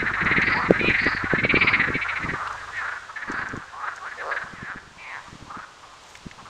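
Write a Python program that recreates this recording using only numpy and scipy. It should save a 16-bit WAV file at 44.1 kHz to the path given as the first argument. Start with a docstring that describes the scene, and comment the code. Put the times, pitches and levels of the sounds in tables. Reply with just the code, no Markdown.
"""A river bank full of frogs: a dense chorus with fast runs of quacks thins to scattered drawn-out calls.
Each call is a train of pulses ringing the frog's vocal sacs; it swells, glides in pitch and turns
ragged as the pulses slow. The banks answer with a diffuse echo. Gusts of breeze bump the microphone,
a low hum fades away, and faint ticks and a leaf rustle sit over a steady hiss."""
import sys
import numpy as np
from scipy import signal
from scipy.fft import rfft, irfft, next_fast_len
from scipy.io import wavfile
from scipy.ndimage import uniform_filter1d, map_coordinates

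SR = 44100
rng = np.random.default_rng(int(sys.argv[2]) if len(sys.argv) > 2 else 0)


def log_audio(samples):
    """Write samples as a 16-bit WAV file to the path given in sys.argv[1]."""
    # one column per channel
    frames = np.atleast_2d(samples).T
    # limit to full scale, then quantise
    limited = np.clip(frames, -1, 1)
    pcm = np.round(limited * 32767).astype(np.int16)
    wavfile.write(sys.argv[1], SR, pcm)


N = 286209

# resonances of the vocal sacs: multiple of the sac pitch, width/Hz, level/dB
SAC_MODES = [(0.581, 615, -15), (0.996, 285, 9)]
def frog_voice(sac_hz, pulse_hz, jitter_s, slip_rad, scatter_db=1, ragged_hz=260, attack_s=0.00031,
               throat_hz=4050, throat_width_hz=420, throat_db=-21):
    """A frog's voice at even loudness: every pulse of the larynx rings the sacs and the throat."""
    n = len(pulse_hz)
    cycles = np.cumsum(pulse_hz) / SR
    onsets = np.interp(np.arange(.1, cycles[-1], 1), cycles, np.arange(n))
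    # fast pulses are regular and keep step with the ringing, slow ones are uneven in time, size, phase
    ragged = np.minimum((ragged_hz / pulse_hz[onsets.astype(int)]) ** 1.78, 1.3)
    late, strong, slipped = rng.standard_normal((len(onsets), 3)).T * ragged
    ring_hz = sac_hz[onsets.astype(int), None]
    sac_phase = 2 * np.pi * np.interp(onsets, np.arange(n), np.cumsum(sac_hz)) / SR
    phase = (sac_phase + slip_rad * slipped)[:, None]
    onsets = np.maximum(onsets + late * jitter_s * SR, 0)
    index = np.ceil(onsets).astype(int)[:, None] + np.arange(300)
    t = (index - onsets[:, None]) / SR
    damping = np.pi * np.sqrt(ring_hz / 1800)  # low notes ring longer
    sacs = sum(amp(db) * np.exp(-damping * width * t) * np.sin(2 * np.pi * ratio * ring_hz * t + phase)
               for ratio, width, db in SAC_MODES)
    throat_gain = amp(throat_db) * (ring_hz / 2200) ** 4  # only high, forceful notes excite the throat
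    throat = throat_gain * np.exp(-np.pi * throat_width_hz * t) * np.sin(2 * np.pi * throat_hz * t)
    attack = (1 - np.exp(-t / attack_s)) ** 2
    rings = (sacs + throat) * attack * amp(scatter_db * strong)[:, None]
    train = np.bincount(index.ravel(), rings.ravel(), n)[:n]
    power = np.abs(uniform_filter1d(train ** 2, SR // 40))
    return train / np.sqrt(power + np.mean(power) / 20)


def croak(length, sac_hz, pulse_hz, slowing=0.3195, arch=0.42, sag=0.12, rise=0.21, fall=0.42):
    """One short note: it swells and fades while its pulses slow and the sacs arch and sag in pitch."""
    u = np.linspace(-.5, .5, int(length * 1.1 * SR))
    swell = np.clip(np.minimum((u + .5) / rise, (.5 - u) / fall), 0, 1)
    bow = np.exp(-arch * (u ** 2 - np.mean(u ** 2) / 2))
    pitch = sac_hz * bow * np.exp(-sag * u)
    pulse_rate = pulse_hz * bow * np.exp(-slowing * u)
    return swell * frog_voice(pitch, pulse_rate, jitter_s=0.00015, slip_rad=1.0)


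# runs of quacks: first t/s, last t/s, count, tempo drag 0-1, nominal quack length/s, top level/dB,
# place of the top 0-1, fade a whole run from the top/dB, first and last sac f/Hz,
# first and last pulse rate/Hz
QUACK_RUNS = [(.009, 0.154, 3, 0.01, 0.041, -21, .6, 14, 1807, 1807, 380, 323),
              (0.222, .535, 7, 0, .036, -17, 0.62, 9, 2037, 2006, 343, 390),
              (0.909, 1.177, 7, 0, .033, -18.5, .2, 14, 2000, 1920, 313, 276),
              (1.223, 1.36, 4, 0.02, 0.033, -21, 0.98, 5.5, 1486, 1710, 350, 290),
              (1.397, 1.812, 8, 0.09, .035, -14, .7, 14.5, 2434, 2009, 457, 300),
              (1.847, 1.885, 2, 0.2, 0.022, -18, 0.17, 4, 1808, 1786, 320, 310),
              (1.958, 2.244, 5, 0, 0.038, -23, 0.2, 6, 2223, 2150, 386, 350),
              (2.305, 2.355, 2, 0, .042, -25, 0, 4, 1850, 1655, 310, 340),
              (2.431, 2.553, 4, 0.04, 0.027, -25.5, 0.43, 24.5, 1380, 1250, 204, 230),
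              (2.829, 2.97, 5, 0.2, 0.035, -24.5, 0.4, 17, 1454, 1688, 300, 258),
              (3.173, 3.291, 3, 0, .031, -27.5, 0, 1, 1723, 1648, 430, 330),
              (3.322, 3.624, 8, 0.34, 0.035, -26.5, 0.22, 17, 1539, 1736, 322, 146),
              (3.845, 3.931, 3, 0.12, .026, -23, .42, 25.5, 1336, 1690, 370, 250),
              (4.326, 4.475, 4, 0, .03, -21, 0.13, 22.5, 1634, 1884, 410, 210),
              (5.514, 5.64, 4, 0, .028, -33, 0, 1.5, 1210, 1474, 400, 300),
              (6.402, 6.472, 2, 0, 0.042, -40.5, 1, 0.5, 1150, 1252, 270, 165)]
def quack_runs(bend=1.855, pitch_per_db=0.02):
    """Each run swells and fades, its pitch following the effort; yields one croak row per quack."""
    for first, last, count, drag, length, top_db, top_at, fade_db, *glides in QUACK_RUNS:
        sac0, sac1, pulse0, pulse1 = glides
        u = np.linspace(0, 1, round(count))
        times = first + (last - first) * u * (1 - drag * (1 - u))
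        effort_db = -fade_db * (u - top_at) ** 2
        sac_hz = glide(sac0, sac1, u, bend) * np.exp(pitch_per_db * effort_db)
        yield from zip(times, [length] * len(u), top_db + effort_db, sac_hz, glide(pulse0, pulse1, u))


# lone croaks: middle t/s, nominal length/s, level/dB, sac f/Hz, pulse rate/Hz
LONE_CROAKS = [(0.761, .036, -21, 1592, 330), (0.803, .022, -22.5, 2196, 430),
               (1.073, .036, -17.5, 1868, 273), (2.138, .026, -24.5, 1537, 300),
               (2.694, .04, -35, 1181, 240), (3.106, .034, -34, 1272, 340),
               (3.984, 0.018, -34.5, 1583, 230), (4.125, .034, -32, 1684, 230),
               (4.779, .028, -33.5, 1582, 190), (5.28, .034, -41.5, 1174, 220),
               (5.845, .036, -43, 1106, 220)]
def short_calls():
    """Foreground frogs: quacks in runs and single croaks, each one short train of pulses."""
    out = np.zeros(N)
    for s, length, db, sac_hz, pulse_hz in [*quack_runs(), *LONE_CROAKS]:
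        note = croak(length, sac_hz, pulse_hz)
        add(out, s - len(note) / SR / 2, amp(db) * note)
    return out


# drawn-out calls: start t/s, length/s, top level/dB, place of the top 0-1, first and last sac f/Hz,
# first and last pulse rate/Hz
LONG_CALLS = [(0.221, 0.23, -24.5, 0.2, 1418, 1377, 260, 192),
              (.54, 0.11, -22.5, 0.62, 900, 1467, 360, 200), (0.792, 0.14, -19, .68, 2482, 2387, 560, 370),
              (1.292, 0.098, -24, 0.55, 1550, 1826, 400, 320),
              (2.347, 0.16, -30.5, 0.35, 1270, 1155, 154, 160),
              (2.728, .11, -24.5, 0.55, 1944, 1708, 350, 410),
              (3.16, 0.13, -37, 0.34, 1840, 1965, 460, 340), (3.273, 0.18, -28, 0.66, 1248, 1785, 330, 260),
              (3.719, 0.22, -29, 0.7, 1100, 1620, 343, 168),
              (4.006, 0.1, -27.5, 0.65, 1100, 1732, 365, 310),
              (4.174, 0.064, -26, 0.7, 1880, 1421, 420, 200), (4.226, 0.14, -27, .55, 1228, 1327, 160, 125),
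              (4.166, .215, -33, 0.54, 500, 588, 200, 81), (4.517, 0.085, -39.5, 0.8, 2065, 1940, 430, 380),
              (4.59, .165, -28.5, 0.74, 1779, 1443, 400, 170),
              (4.975, .235, -32.5, .78, 2440, 1710, 380, 130), (4.978, 0.26, -39, .75, 1032, 1057, 170, 90),
              (5.459, 0.18, -37, 0.7, 1060, 1630, 295, 100), (5.747, 0.26, -50, 0.74, 1032, 1265, 240, 130)]
def long_calls(rise_db=12, fall_db=9.5, arch=.25):
    """Each call swells on a held pitch, then the sacs glide; in most the pulses slow toward a rattle."""
    out = np.zeros(N)
    for s, length, db, top_at, sac0, sac1, pulse0, pulse1 in LONG_CALLS:
        u = np.linspace(0, 1, int(length * SR))
        swell_db = np.interp(u, [0, top_at, 1], [-rise_db, 0, -fall_db])
        waver = 1 + 0.0165 * wobble(61.8)[:len(u)]
        bow = waver * np.exp(-arch * (u - .5) ** 2)
        eased = np.sin(np.pi * u / 2) ** 2
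        sac_hz = glide(sac0, sac1, eased, bend=1.3) * bow
        pulse_hz = glide(pulse0, pulse1, eased, bend=1.25) * bow
        note = frog_voice(sac_hz, pulse_hz, jitter_s=.00009, slip_rad=0.82)
        add(out, s, amp(db + swell_db) * note * signal.windows.tukey(len(u), .12))
    return out


# shrill rasps over the busiest runs: middle t/s, nominal length/s, level/dB
RASPS = [(0.549, 0.35, -43.5), (1.101, 0.33, -40.5), (1.671, 0.37, -43), (3.368, .26, -54.5),
         (4.316, .2, -56)]
def rasps(band_hz=4650, width_hz=650, grain_db=3, throb_hz=20, throb_db=1.5):
    """The shrill top of the chorus: long ragged notes that swell, throb and arch in pitch."""
    out = np.zeros(N)
    for s, length, db in RASPS:
        note = croak(length, sac_hz=4500, pulse_hz=199, arch=1.0, sag=0.0377)
        t = (np.arange(len(note)) - len(note) / 2) / SR
        throb = -np.cos(2 * np.pi * throb_hz * t)
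        add(out, s + t[0], amp(db + throb_db * throb) * note * signal.windows.cosine(len(note)))
    grainy = out * amp(grain_db * wobble(90))
    return filtered(grainy, lambda hz: np.exp(-((hz - band_hz) / width_hz) ** 4))


# fader ride of the distant frogs: t/s, level/dB
FAR_FADER = [(0, -25), (.6, -25), (.78, -28.5), (1.1, -26), (1.48, -30), (1.6, -25.5), (2.05, -29),
             (2.4, -33), (2.62, -36.5), (3.12, -45), (3.35, -35), (3.68, -44), (4.6, -44), (4.9, -58)]
def far_frogs(sac_hz=1680, pulse_hz=280, variety=.24, sinking=.42, count=320):
    """A bed of distant frogs croaking at random; it sinks in pitch as it fades."""
    out = np.zeros(N)
    for i, (when, length, sac, pulse) in enumerate(rng.uniform(-1, 1, (count, 4))):
        pitch = sac_hz * np.exp(variety * sac - sinking * i / count)
        note = croak(0.03673 + 0.012 * length, pitch, pulse_hz * np.exp(.35 * pulse))
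        add(out, (i + when) / (count - 1) * N / SR - .03, note)
    return fader(FAR_FADER) * unit(out)


# EQ of the path over the water: f/Hz, gain/dB
WATER_EQ = [(200, -24.5), (420, -4), (800, 0), (1050, -1), (1400, -5.5), (2550, -2), (3250, -2.5),
            (3950, 9.5), (4700, -4), (5800, -18), (10000, -38.5)]
def frog_chorus():
    """Far and near frogs, coloured by the way over the water, with the rasps layered on top."""
    return equalised(far_frogs() + short_calls() + long_calls(), WATER_EQ) + rasps()


# reverb time of the banks: f/Hz, t60/s
BANK_DECAY = [(2000, 0.81), (8000, 0.037)]
def bank_echo(x):
    """The diffuse answer of the banks and trees: a dark tail after 10 ms of pre-delay."""
    hz, t, spectrum = signal.stft(rng.standard_normal(SR // 2), SR, nperseg=256)
    decay = amp(-60 * t / along(BANK_DECAY, hz)[:, None])
    tail = signal.istft(spectrum * decay, SR, nperseg=256)[1]
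    return signal.fftconvolve(x, np.pad(tail / np.linalg.norm(tail), (SR // 100, 0)))[:N]


# gusts on the microphone: start t/s, end t/s, level/dB
GUSTS = [(0, .2, -42), (0.224, 0.737, -35.5), (0.776, 0.902, -31), (1, 1.15, -44), (1.371, 1.608, -38),
         (1.6, 1.952, -35.5), (2.213, 2.34, -39), (3.284, 3.556, -44), (4.434, 4.98, -57),
         (5.298, 5.573, -52.5), (6.227, 6.49, -58.5)]
def gust_envelope(edge_db_per_s=323):
    """Strength of the breeze in dB, one value per sample: each gust rises, holds and falls."""
    t = np.arange(N) / SR
    gusts = [db - edge_db_per_s * np.abs(t - np.clip(t, start, end)) for start, end, db in GUSTS]
    return np.max(gusts, axis=0)


# the strongest puffs on the microphone: t/s, level/dB
PUFFS = [(.029, -14), (.266, -17.5), (.385, -13.5), (.709, 1.5), (.846, -10.5), (.886, -11), (1.067, -11.5),
         (1.243, -17), (1.337, -8), (1.451, -8.5), (1.543, -8.5), (1.572, -9.5), (1.647, -15), (1.955, -17),
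         (2.251, -21.5), (2.32, -24.5), (3.301, -21), (3.54, -18.5), (3.577, -23.5), (4.538, -31),
         (4.63, -28), (4.761, -29.5), (5.33, -30), (5.427, -29.5), (5.574, -30.5), (6.268, -24.5)]
# spectrum of the wind flutter: f/Hz, level/dB
FLUTTER_COLOUR = [(20, -30), (70, -0.5), (150, 5.5), (320, 1.5), (550, -8), (900, -43), (2000, -59)]
def breeze(puff_hz=489, db_per_octave=21, stir_s=0.0088, stir_db=-19, flutter_db=-7, small_count=140):
    """Each puff is one quick swing of pressure amid a stir of low noise; small ones ride the gusts."""
    swings, stir, gust_db = np.zeros(N), np.zeros(N), gust_envelope()
    t = np.arange(-SR // 20, SR // 20) / SR
    small_at = ((np.arange(small_count) + rng.random(small_count)) * (N - 1) / small_count).astype(int)
    small_db = gust_db[small_at] + 13 + 4 * rng.standard_normal(small_count)
    puffs = [*PUFFS, *zip(small_at / SR, small_db)]
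    for (s, db), (push, detune) in zip(puffs, rng.standard_normal((len(puffs), 2))):
        hz = puff_hz * 2 ** (db / db_per_octave + .15 * detune)  # weaker puffs are deeper
        puff_s = 0.265 / np.sqrt(hz * 380)  # deep puffs last a little longer
        swing = np.sign(push) * np.cos(2 * np.pi * hz * t) / np.cosh(t / puff_s)
        add(swings, s + t[0], amp(db) * swing)
        add(stir, s + t[0], amp(db + stir_db) * np.exp(-.5 * (t / stir_s) ** 2))
    flutter = amp(gust_db + flutter_db + 4 * wobble(45))
    return swings + (stir + flutter) * noise(FLUTTER_COLOUR)


# faint ticks: t/s, level/dB, f/Hz
TICKS = [(.247, -35, 6560), (0.418, -32, 6250), (0.896, -35.5, 6100), (1.044, -33.5, 6000),
         (2.474, -27, 2620), (2.527, -36, 6800), (2.768, -36, 6500), (3.317, -30, 6400), (3.487, -34, 6500),
         (3.565, -35.5, 6500), (3.961, -32, 6700), (6.153, -26.5, 2150), (6.313, -31.5, 2090)]
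def ticks(t60=0.034, relative_width=0.39, trim_db=-8):
    """Tiny dry ticks, each a burst of noise around its own pitch."""
    out, t = np.zeros(N), np.arange(SR // 20) / SR
    for s, db, hz in TICKS:
        band = signal.iirpeak(hz, 1 / relative_width, SR)
        burst = signal.lfilter(*band, rng.standard_normal(len(t)))
        add(out, s, amp(db + trim_db - 60 * t / t60) * unit(burst))
    return out


# spectrum of the leaves: f/Hz, level/dB
LEAF_COLOUR = [(1500, -28), (4000, -5), (8000, 4), (14000, -2.5)]
def leaf_rustle(middle_s=6.12, width_s=0.063, level_db=-55.5, crackle_db=7.0):
    """Leaves stir once: a brief swell of bright, crackly noise."""
    swell = np.exp(-.5 * ((np.arange(N) / SR - middle_s) / width_s) ** 2)
    return swell * amp(level_db + crackle_db * wobble(350)) * noise(LEAF_COLOUR)


# partials of the hum: f/Hz, level/dB
HUM_PARTIALS = [(49.4, -44), (98.8, -43)]
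# fade-out of the hum: t/s, gain/dB
HUM_FADER = [(1.2, -4.5), (2.6, -13.5), (2.9, -19), (3.1, -44)]
def hum():
    """A low tone and its octave, dying away."""
    t = np.arange(N) / SR
    tones = sum(amp(db) * np.sin(2 * np.pi * hz * t + rng.uniform(0, 2 * np.pi))
                for hz, db in HUM_PARTIALS)
    return np.sqrt(2) * fader(HUM_FADER) * tones


# spectrum of the background hiss: f/Hz, level/dB
HISS_COLOUR = [(30, -3), (90, 1.5), (220, -7.5), (500, -3), (1000, 1), (2000, -5), (3200, -5.5),
               (5000, -9.5), (7000, -12), (10000, -8.5), (15000, -28)]
def hiss(level_db=-48.0, drift_db=1.7):
    """A bed of broad noise whose level drifts slightly."""
    return amp(level_db + drift_db * wobble(2.5)) * noise(HISS_COLOUR)


def amp(db):
    """Decibels to gain."""
    return 10 ** (np.asarray(db) / 20)


def unit(x):
    """Scaled to rms 1."""
    return x / np.sqrt(np.mean(x ** 2) + 1e-20)


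def along(points, hz):
    """A curve of (f/Hz, value) points read on a log axis."""
    f, v = np.transpose(points)
    return np.interp(np.log(hz + 1), np.log(f + 1), v)


def fader(rows):
    """(t/s, level/dB) rows as one gain per sample."""
    return amp(np.interp(np.arange(N) / SR, *np.transpose(rows)))


def glide(first, last, u, bend=1):
    """From one frequency to another as u goes from 0 to 1; a bend above 1 makes the glide come late."""
    return first * (last / first) ** (u ** bend)


def wobble(rate):
    """A smooth random curve, rate knots a second."""
    return map_coordinates(rng.standard_normal(int(N * rate / SR) + 4), [np.arange(N) * rate / SR])


def filtered(x, response):
    """x shaped by a gain that depends on frequency."""
    size = next_fast_len(N + SR // 2)
    return irfft(rfft(x, size) * response(np.fft.rfftfreq(size, 1 / SR)), size)[:N]


def equalised(x, curve):
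    """x through an EQ of (f/Hz, gain/dB) points."""
    return filtered(x, lambda hz: amp(along(curve, hz)))


def noise(colour):
    """Coloured noise of rms 1."""
    return unit(equalised(rng.standard_normal(N), colour))


def add(track, s, sound):
    """Mix a sound into the track from time s on."""
    at = round(s * SR) + np.arange(len(sound))
    inside = (at >= 0) & (at < N)
    track[at[inside]] += sound[inside]


def scene(echo_db=-16.5):
    """The mix at one microphone, alike in both channels; only the frogs feed the echo."""
    ambience = hiss() + breeze() + ticks() + leaf_rustle() + hum()
    chorus = frog_chorus()
    mono = chorus + amp(echo_db) * bank_echo(chorus) + ambience
    return np.array([mono, mono])


# treble shape: the top falls away, with a deep notch near 11 kHz and a faint band above it: f/Hz, gain/dB
TREBLE_EQ = [(7000, 1.5), (10000, -14.5), (11000, -37.5), (12500, -9.5), (15000, -24)]
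TOP_HZ = 15100
def record(dry):
    """The chain clips at full scale, shapes the treble and cuts all above its band limit."""
    return np.array([filtered(channel, lambda hz: amp(along(TREBLE_EQ, hz)) * (hz < TOP_HZ))
                     for channel in np.clip(dry, -1, 1)])


dry = scene()
out = record(dry)
log_audio(out)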